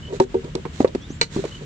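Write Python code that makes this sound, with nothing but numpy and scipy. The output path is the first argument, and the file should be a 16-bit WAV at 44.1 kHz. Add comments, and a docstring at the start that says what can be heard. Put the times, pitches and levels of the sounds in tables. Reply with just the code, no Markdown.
"""A brick maker handles a hollow wooden mould on sandy ground outdoors. A small bird chips, sand rustles,
and the free mould knocks six times, ringing in its modes. Full of clay or pressed down, it is damped
and thuds dully. Birds whistle; the mould clacks once as it comes off the brick. A few more thuds and
light knocks follow, then last rustles and chips. Throughout, something drones far away in the open air,
and a limiter ducks the level after loud blows."""
import sys
import numpy as np
from scipy import signal
from scipy.fft import rfft, irfft, next_fast_len
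from scipy.io import wavfile
from scipy.ndimage import uniform_filter1d, minimum_filter1d, map_coordinates

SR = 44100
rng = np.random.default_rng(int(sys.argv[2]) if len(sys.argv) > 2 else 0)


def inscribe(sig):
    """Save sig as 16-bit PCM at rate SR to the path in sys.argv[1].

    A 1-D sig is mono; a 2-D sig holds one channel per row.
    Samples are clipped to [-1, 1] before scaling.
    """
    pcm = np.round(np.clip(np.atleast_2d(sig).T, -1, 1) * 32767)
    wavfile.write(sys.argv[1], SR, pcm.astype(np.int16))


N = 72765

# blows on the free mould:
# start_s, level_db, pitch_ratio, t60_s, side_wall_db, thump_db, crunch_db, grit_db
KNOCKS = [(0.1245, -14.5, 1.06, 0.064, -3.5, -44.5, -37, -47.5),
          (0.2000, 4, 1.0, .085, -16.5, -2.5, -15, -21), (0.3427, -8, .99, 0.1, -1, -28.5, -32, -40.5),
          (0.443, -22, 1.0, 0.07, 1, -18.5, -43.5, -42.5), (0.5509, -6, 0.988, 0.03, 0, -13.5, -27.5, -36),
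          (0.6521, -16, 1.013, 0.033, 5.5, -16.5, -23.5, -42),
          (1.37, -15, 1.0, 0.05, -9, -10.5, -47, -45.5), (1.3881, -8, 1.03, 0.033, -7.5, -12, -53, -58.5)]
# normal modes of the mould: pitch_hz, level_db, t60_ratio
MOULD_MODES = [(243.5, -14, 1.7), (385.4, 1.5, 1.27), (462.3, -2.5, 1.55), (542.3, -5, 0.56),
               (761, -16.5, 1.0), (950.3, -10.5, 0.66), (1100, -22.5, 0.6), (1807, -30, 0.38)]


def knocks(sag_share=0.059, sag_s=0.01, brightening_per_octave=0.64, side_wall_mode=2):
    """Free vibration: the modes ring over a short thump; the grip sets pitch, damping and wall level."""
    out = np.zeros(N)
    main_hz = MOULD_MODES[1][0]
    for start_s, level_db, pitch_ratio, t60_s, side_wall_db, thump_db, _, _ in KNOCKS:
        t = since(start_s)
        sagged_t = t - sag_share * sag_s * (1 - np.exp(-t / sag_s))  # contact briefly lowers the pitch
        for k, (hz, mode_db, t60_ratio) in enumerate(MOULD_MODES):
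            mode_db += rng.standard_normal() + side_wall_db * (k == side_wall_mode)
            octaves_up = max(np.log2(hz / main_hz), 0)
            mode_db += brightening_per_octave * level_db * octaves_up  # harder blows are brighter
            mode = ring(sagged_t, hz * pitch_ratio, t60_s * t60_ratio, attack_s=1 / hz)
            out += amp(level_db + mode_db) * mode
        out += amp(thump_db) * ring(t, hz=170, t60_s=0.031, attack_s=0.00095)
    return arrival_lag(out, lag_s=0.00032)


# blows on the damped mould:
# start_s, level_db, pitch_hz, t60_s, overtone_db, rebound_s, rebound_db, crunch_db, grit_db
THUDS = [(0.8034, 9.5, 282, 0.015, -10, 0.0058, -9.5, -23.5, -35.5),
         (0.8457, 11.5, 462.6, 0.019, -23.5, 0.00662, -8.5, -17, -32.5),
         (0.9492, 1.5, 328.7, 0.013, -22.5, 0.0065, 2, -28.5, -33),
         (1.1038, -5, 260, 0.013, -26.5, 0.0015, -34, -43, -48),
         (1.3627, 6, 260, 0.01, -16.5, 0.00796, -6, -30.5, -41.5),
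         (1.4396, -8, 557, 0.023, -30, 0.00695, -8, -34.5, -37),
         (1.4512, -4.5, 394, 0.019, -21.5, 0.008, -27, -33, -34)]


def thuds(overtone_ratio=2.515, attack_s=0.0013):
    """Heavy damping: against clay or ground the mould swings a few cycles and rebounds once."""
    out = np.zeros(N)
    for start_s, level_db, hz, t60_s, overtone_db, rebound_s, rebound_db, _, _ in THUDS:
        def push(t):
            overtone = amp(overtone_db) * ring(t, hz * overtone_ratio, t60_s, attack_s)
            return ring(t, hz, t60_s, attack_s) + overtone
        rebound = amp(rebound_db) * push(since(start_s + rebound_s))
        out += amp(level_db) * (push(since(start_s)) - rebound)
    return arrival_lag(out, lag_s=0.00018)


# modes of bare wood struck hard: pitch_hz, level_db
CLACK_MODES = [(470, 2.5), (922, -0.5), (1462, -0.5), (2015, -4), (2295, -1.5), (2925, -9), (4120, 5.5),
               (4290, 1), (5930, -9.5)]
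# spectrum of the impact noise: frequency_hz, level_db
CLACK_SPECTRUM = [(130, 2), (330, 5), (750, -8), (1600, -8.5), (2300, -2.5), (3200, -11.5), (4300, 2.5),
                  (5200, -11), (7000, -6), (8300, -18), (10500, -44)]


def clack(start_s=1.2126, echo_delay_s=0.014):
    """Impulse excitation: a hard edge gives bright modes and a crack, which the bricks reflect once."""
    t = since(start_s)
    modes = sum(amp(db) * ring(t, hz, t60_s=0.066, attack_s=0.00042) for hz, db in CLACK_MODES)
    wood = amp(-13.5) * arrival_lag(modes, lag_s=-0.000349)
    crack = amp(-2) * fade(t, t60_s=0.022, attack_s=0.0011)
    tail = amp(-19.5) * fade(t, t60_s=0.1, attack_s=0.00073)
    echo = amp(-15) * fade(since(start_s + echo_delay_s), t60_s=0.044, attack_s=0.0036)
    spray = (crack + tail + echo) * noise(CLACK_SPECTRUM)
    return (wood + spray) * pan(2)


# spectrum of crunching clay and wood fibre: frequency_hz, level_db
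CRUNCH_SPECTRUM = [(200, -20), (450, -3), (700, -7.5), (930, 1.5), (1250, -5.5), (1550, -13), (1900, -12.5),
                   (2800, -20.5), (6000, -56)]
# spectrum of crushed sand: frequency_hz, level_db
GRIT_SPECTRUM = [(700, -24.5), (1600, -16), (2400, 2.5), (3000, -8), (4000, -1.5), (6500, -10),
                 (8200, -11.5), (10000, -38)]


def contacts():
    """Contact noise: every knock and thud crunches clay and crushes a little sand."""
    crunch, grit = np.zeros((2, N))
    for start_s, *_, crunch_db, grit_db in KNOCKS + THUDS:
        crunch += amp(crunch_db) * fade(since(start_s), t60_s=0.048, attack_s=0.00086)
        grit += amp(grit_db) * fade(since(start_s), t60_s=0.035, attack_s=0.0007)
    return crunch * noise(CRUNCH_SPECTRUM) + grit * noise(GRIT_SPECTRUM)


# coarse grains under the mould's edge: start_s, level_db, centre_hz
GRAIN_CRACKS = [(0.5524, -17.5, 4670), (0.876, -30, 3600), (0.8815, -30.5, 3500)]


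def grain_cracks():
    """Brittle fracture: single grains crack, each with a short, bright band of noise."""
    out = np.zeros((2, N))
    for start_s, level_db, centre_hz in GRAIN_CRACKS:
        band = lambda f: resonance(f, centre_hz, width_hz=centre_hz) ** 2 * amp(along(GRIT_SPECTRUM, f))
        grain = unit(filtered(rng.standard_normal((2, N)), band))
        out += amp(level_db) * fade(since(start_s), t60_s=0.013, attack_s=0.0007) * grain
    return out


# slides over the sand: start_s, length_s, hiss_db, rub_db
SLIDES = [(0.078, 0.072, -56, -36), (0.128, 0.061, -45.5, -38.5), (0.197, 0.052, -36, -37),
          (0.423, 0.083, -58, -37), (0.571, 0.029, -61.5, -34.5), (0.725, 0.14, -45, -53.5),
          (0.799, 0.037, -48.5, -26.5), (0.862, 0.037, -50.5, -30.5), (1.303, 0.13, -40, -46.5),
          (1.422, 0.076, -45, -40.5), (1.478, 0.13, -48.5, -52), (1.607, 0.041, -52.5, -39)]
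# spectrum of rubbed sand: frequency_hz, level_db
SAND_SPECTRUM = [(700, -10), (1500, 1.5), (2800, -7), (4000, 0.5), (5000, -7.5), (6800, -3), (8300, -12),
                 (10000, -35)]


def sand():
    """Sliding friction: sand rustles under mould and hands, and the hollow wood murmurs in its modes."""
    hiss = sum(amp(db) * swell(start_s, length_s) for start_s, length_s, db, _ in SLIDES)
    rub = sum(amp(db) * swell(start_s, length_s) for start_s, length_s, _, db in SLIDES)
    hollow = lambda f: sum(amp(db) * resonance(f, hz, width_hz=64) ** 2 for hz, db, _ in MOULD_MODES)
    murmur = unit(filtered(rng.standard_normal(N), hollow))
    rustle = unit(noise(SAND_SPECTRUM) * amp(2.1 * wobble(400)))
    return hiss * rustle + arrival_lag(rub * murmur, lag_s=0.00032)


# decay of the brickyard: frequency_hz, t60_s
YARD_DECAY = [(450, .2), (2000, 0.042), (9000, 0.19)]


def yard(x, delay_s=0.014):
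    """Reverberation: rows of bricks scatter the sound into a short, diffuse tail."""
    hz, t, spectra = signal.stft(rng.standard_normal((2, SR // 3)), SR, nperseg=256)
    decay = amp(-60 * t / along(YARD_DECAY, hz)[:, None])
    _, tail = signal.istft(spectra * decay, SR, nperseg=256)
    scattered = signal.fftconvolve(x, tail / np.linalg.norm(tail[0]), axes=1)[:, :N]
    return filtered(scattered, lambda f: np.exp(-2j * np.pi * f * delay_s))


# a small bird's chips: start_s, length_s, level_db
CHIPS = [(0.022, 0.025, -40.5), (0.049, 0.013, -36), (0.063, 0.036, -39.5), (1.512, 0.027, -38.5),
         (1.541, 0.023, -36.5), (1.565, 0.013, -40)]
# gliding whistles: start_s, length_s, start_hz, end_hz, arch_hz, level_db
WHISTLES = [(1.003, 0.071, 3230, 3950, -110, -45), (1.01, 0.03, 5900, 5800, -130, -52.5),
            (1.085, 0.053, 5570, 7100, -150, -46.5), (1.097, 0.089, 7100, 7300, 130, -51)]


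def birds(chip_start_hz=2806, chip_end_hz=2927, chip_arch_hz=160, rasp_per_hz=6.5e-6):
    """Frequency modulation: each call is a tone on an arched glide, raspier the higher it starts."""
    out = np.zeros(N)
    chips = [(s, length_s, chip_start_hz, chip_end_hz, chip_arch_hz, db) for s, length_s, db in CHIPS]
    for start_s, length_s, start_hz, end_hz, arch_hz, level_db in chips + WHISTLES:
        progress = np.minimum(since(start_s) / length_s, 1)
        arch = np.sin(np.pi * progress)
        glide_hz = start_hz + (end_hz - start_hz) * progress + arch_hz * arch
        flutter = 1 + rasp_per_hz * start_hz * wobble(900)
        out += amp(level_db) * arch * np.sin(2 * np.pi * np.cumsum(glide_hz * flutter) / SR)
    return out


# partials of the distant drone: pitch_hz, level_db
DRONE_PARTIALS = [(78, -50), (149, -44.5)]
# open-air rumble and hiss up to 10 kHz, plus a faint, very high hiss: frequency_hz, level_db
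BACKGROUND_SPECTRUM = [(15, -30), (40, 0), (160, 1), (270, -8.5), (775, -24.5), (1650, -21), (2480, -24),
                       (2990, -22), (5000, -31.5), (7310, -31.5), (8590, -42), (10100, -65.5),
                       (16000, -54.5)]


def background():
    """Ambient noise: a wavering distant hum and open-air rumble, plus a faint, very high hiss."""
    hum = np.zeros(N)
    for hz, level_db in DRONE_PARTIALS:
        gain = amp(level_db + 0.5 * wobble(5.1))
        hum += gain * unit(np.sin(2 * np.pi * hz * since(0) + 0.25 * wobble(9)))
    return hum + amp(-38 + 0.73 * wobble(7)) * noise(BACKGROUND_SPECTRUM)


# likeness of left and right: frequency_hz, correlation
COHERENCE = [(100, 0.9), (350, 0.99), (1100, 0.017), (8000, 0.05)]


def noise(spectrum):
    """Partial coherence: stereo noise of rms 1, alike in the bass and nearly unrelated in the treble."""
    def mid_and_side(hz):
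        angle = np.arccos(np.clip(along(COHERENCE, hz), -1, 1)) / 2
        return amp(along(spectrum, hz)) * [np.cos(angle), np.sin(angle)]
    mid, side = filtered(rng.standard_normal((2, N)), mid_and_side)
    return unit(np.array([mid + side, mid - side]))


def ring(t, hz, t60_s, attack_s):
    """Damped oscillation: one mode with a soft onset."""
    return np.sin(2 * np.pi * hz * t) * fade(t, t60_s, attack_s) * (1 - np.exp(-t / attack_s))


def fade(t, t60_s, attack_s):
    """Exponential decay after a quick rise."""
    return amp(-60 * t / t60_s) * (1 - np.exp(-t / attack_s))


def swell(start_s, length_s):
    """Amplitude envelope: a rounded rise and fall."""
    progress = np.minimum(since(start_s) / length_s, 1)
    return np.sqrt(np.abs(np.sin(np.pi * progress)))


def wobble(rate_hz):
    """Random modulation: a smooth curve through rate_hz knots a second."""
    knots = rng.standard_normal(int(N * rate_hz / SR) + 4)
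    return map_coordinates(knots, [np.arange(N) * rate_hz / SR])


def resonance(f, centre_hz, width_hz):
    """Second-order resonance: its complex response at frequencies f."""
    return 1j * f * width_hz / (centre_hz ** 2 - f * f + 1j * f * width_hz)


def arrival_lag(x, lag_s):
    """Time difference: the sound arrives on the left lag_s later than on the right."""
    return filtered(x, lambda hz: np.exp(1j * np.pi * hz * lag_s * np.array([[-1], [1]])))


def pan(left_minus_right_db):
    """Level difference: gains for left and right."""
    return amp(left_minus_right_db * np.array([[0.5], [-0.5]]))


def filtered(x, response):
    """Linear filtering: the spectrum of x times a complex response."""
    size = next_fast_len(N + SR // 2)
    return irfft(rfft(x, size) * response(np.fft.rfftfreq(size, 1 / SR)), size)[..., :N]


def along(points, hz):
    """Interpolation of (frequency_hz, value) points on a log axis."""
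    frequencies, values = np.transpose(points)
    return np.interp(np.log(hz + 1), np.log(frequencies + 1), values)


def since(start_s):
    """Seconds since start_s, zero before."""
    return np.maximum(np.arange(N) / SR - start_s, 0)


def amp(db):
    """Decibels to gain."""
    return 10 ** (np.asarray(db) / 20)


def unit(x):
    """Normalisation to rms 1."""
    return x / np.sqrt(np.mean(x ** 2) + 1e-20)


# stereo balance of the mould and its reverberation: frequency_hz, left_minus_right_db
BALANCE = [(200, 0.5), (1100, -1), (2200, -9), (4000, -4)]


def scene():
    """Superposition: mould, sand and their faint reverberation add to the birds and background."""
    mould = knocks() + thuds() + clack() + contacts() + grain_cracks() + sand()
    near = filtered(mould + amp(-20) * yard(mould), lambda hz: pan(along(BALANCE, hz)))
    return near + birds() + background()


def record(dry, threshold_db=-0.5, hold_s=0.08, release_s=0.012, slope_weight=2, cutoff_hz=16400):
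    """Peak limiting: the gain ducks, most on bright peaks, holds and recovers; a low-pass follows."""
    treble = slope_weight * np.abs(np.gradient(dry, axis=1))
    peak = np.maximum(np.abs(dry), treble).max(axis=0)
    needed_db = np.minimum(threshold_db - 20 * np.log10(peak + 1e-9), 0)
    half_hold = int(hold_s * SR / 2)
    held_db = minimum_filter1d(needed_db, 2 * half_hold + 1, origin=half_hold)
    recovery = np.exp(since(0) / release_s)
    duck_db = np.minimum.accumulate(held_db * recovery) / recovery
    gain = uniform_filter1d(minimum_filter1d(amp(duck_db), size=45), size=45)  # smoothed over 1 ms
    return filtered(dry * gain, lambda hz: hz < cutoff_hz)


dry = scene()
out = record(dry)
inscribe(out)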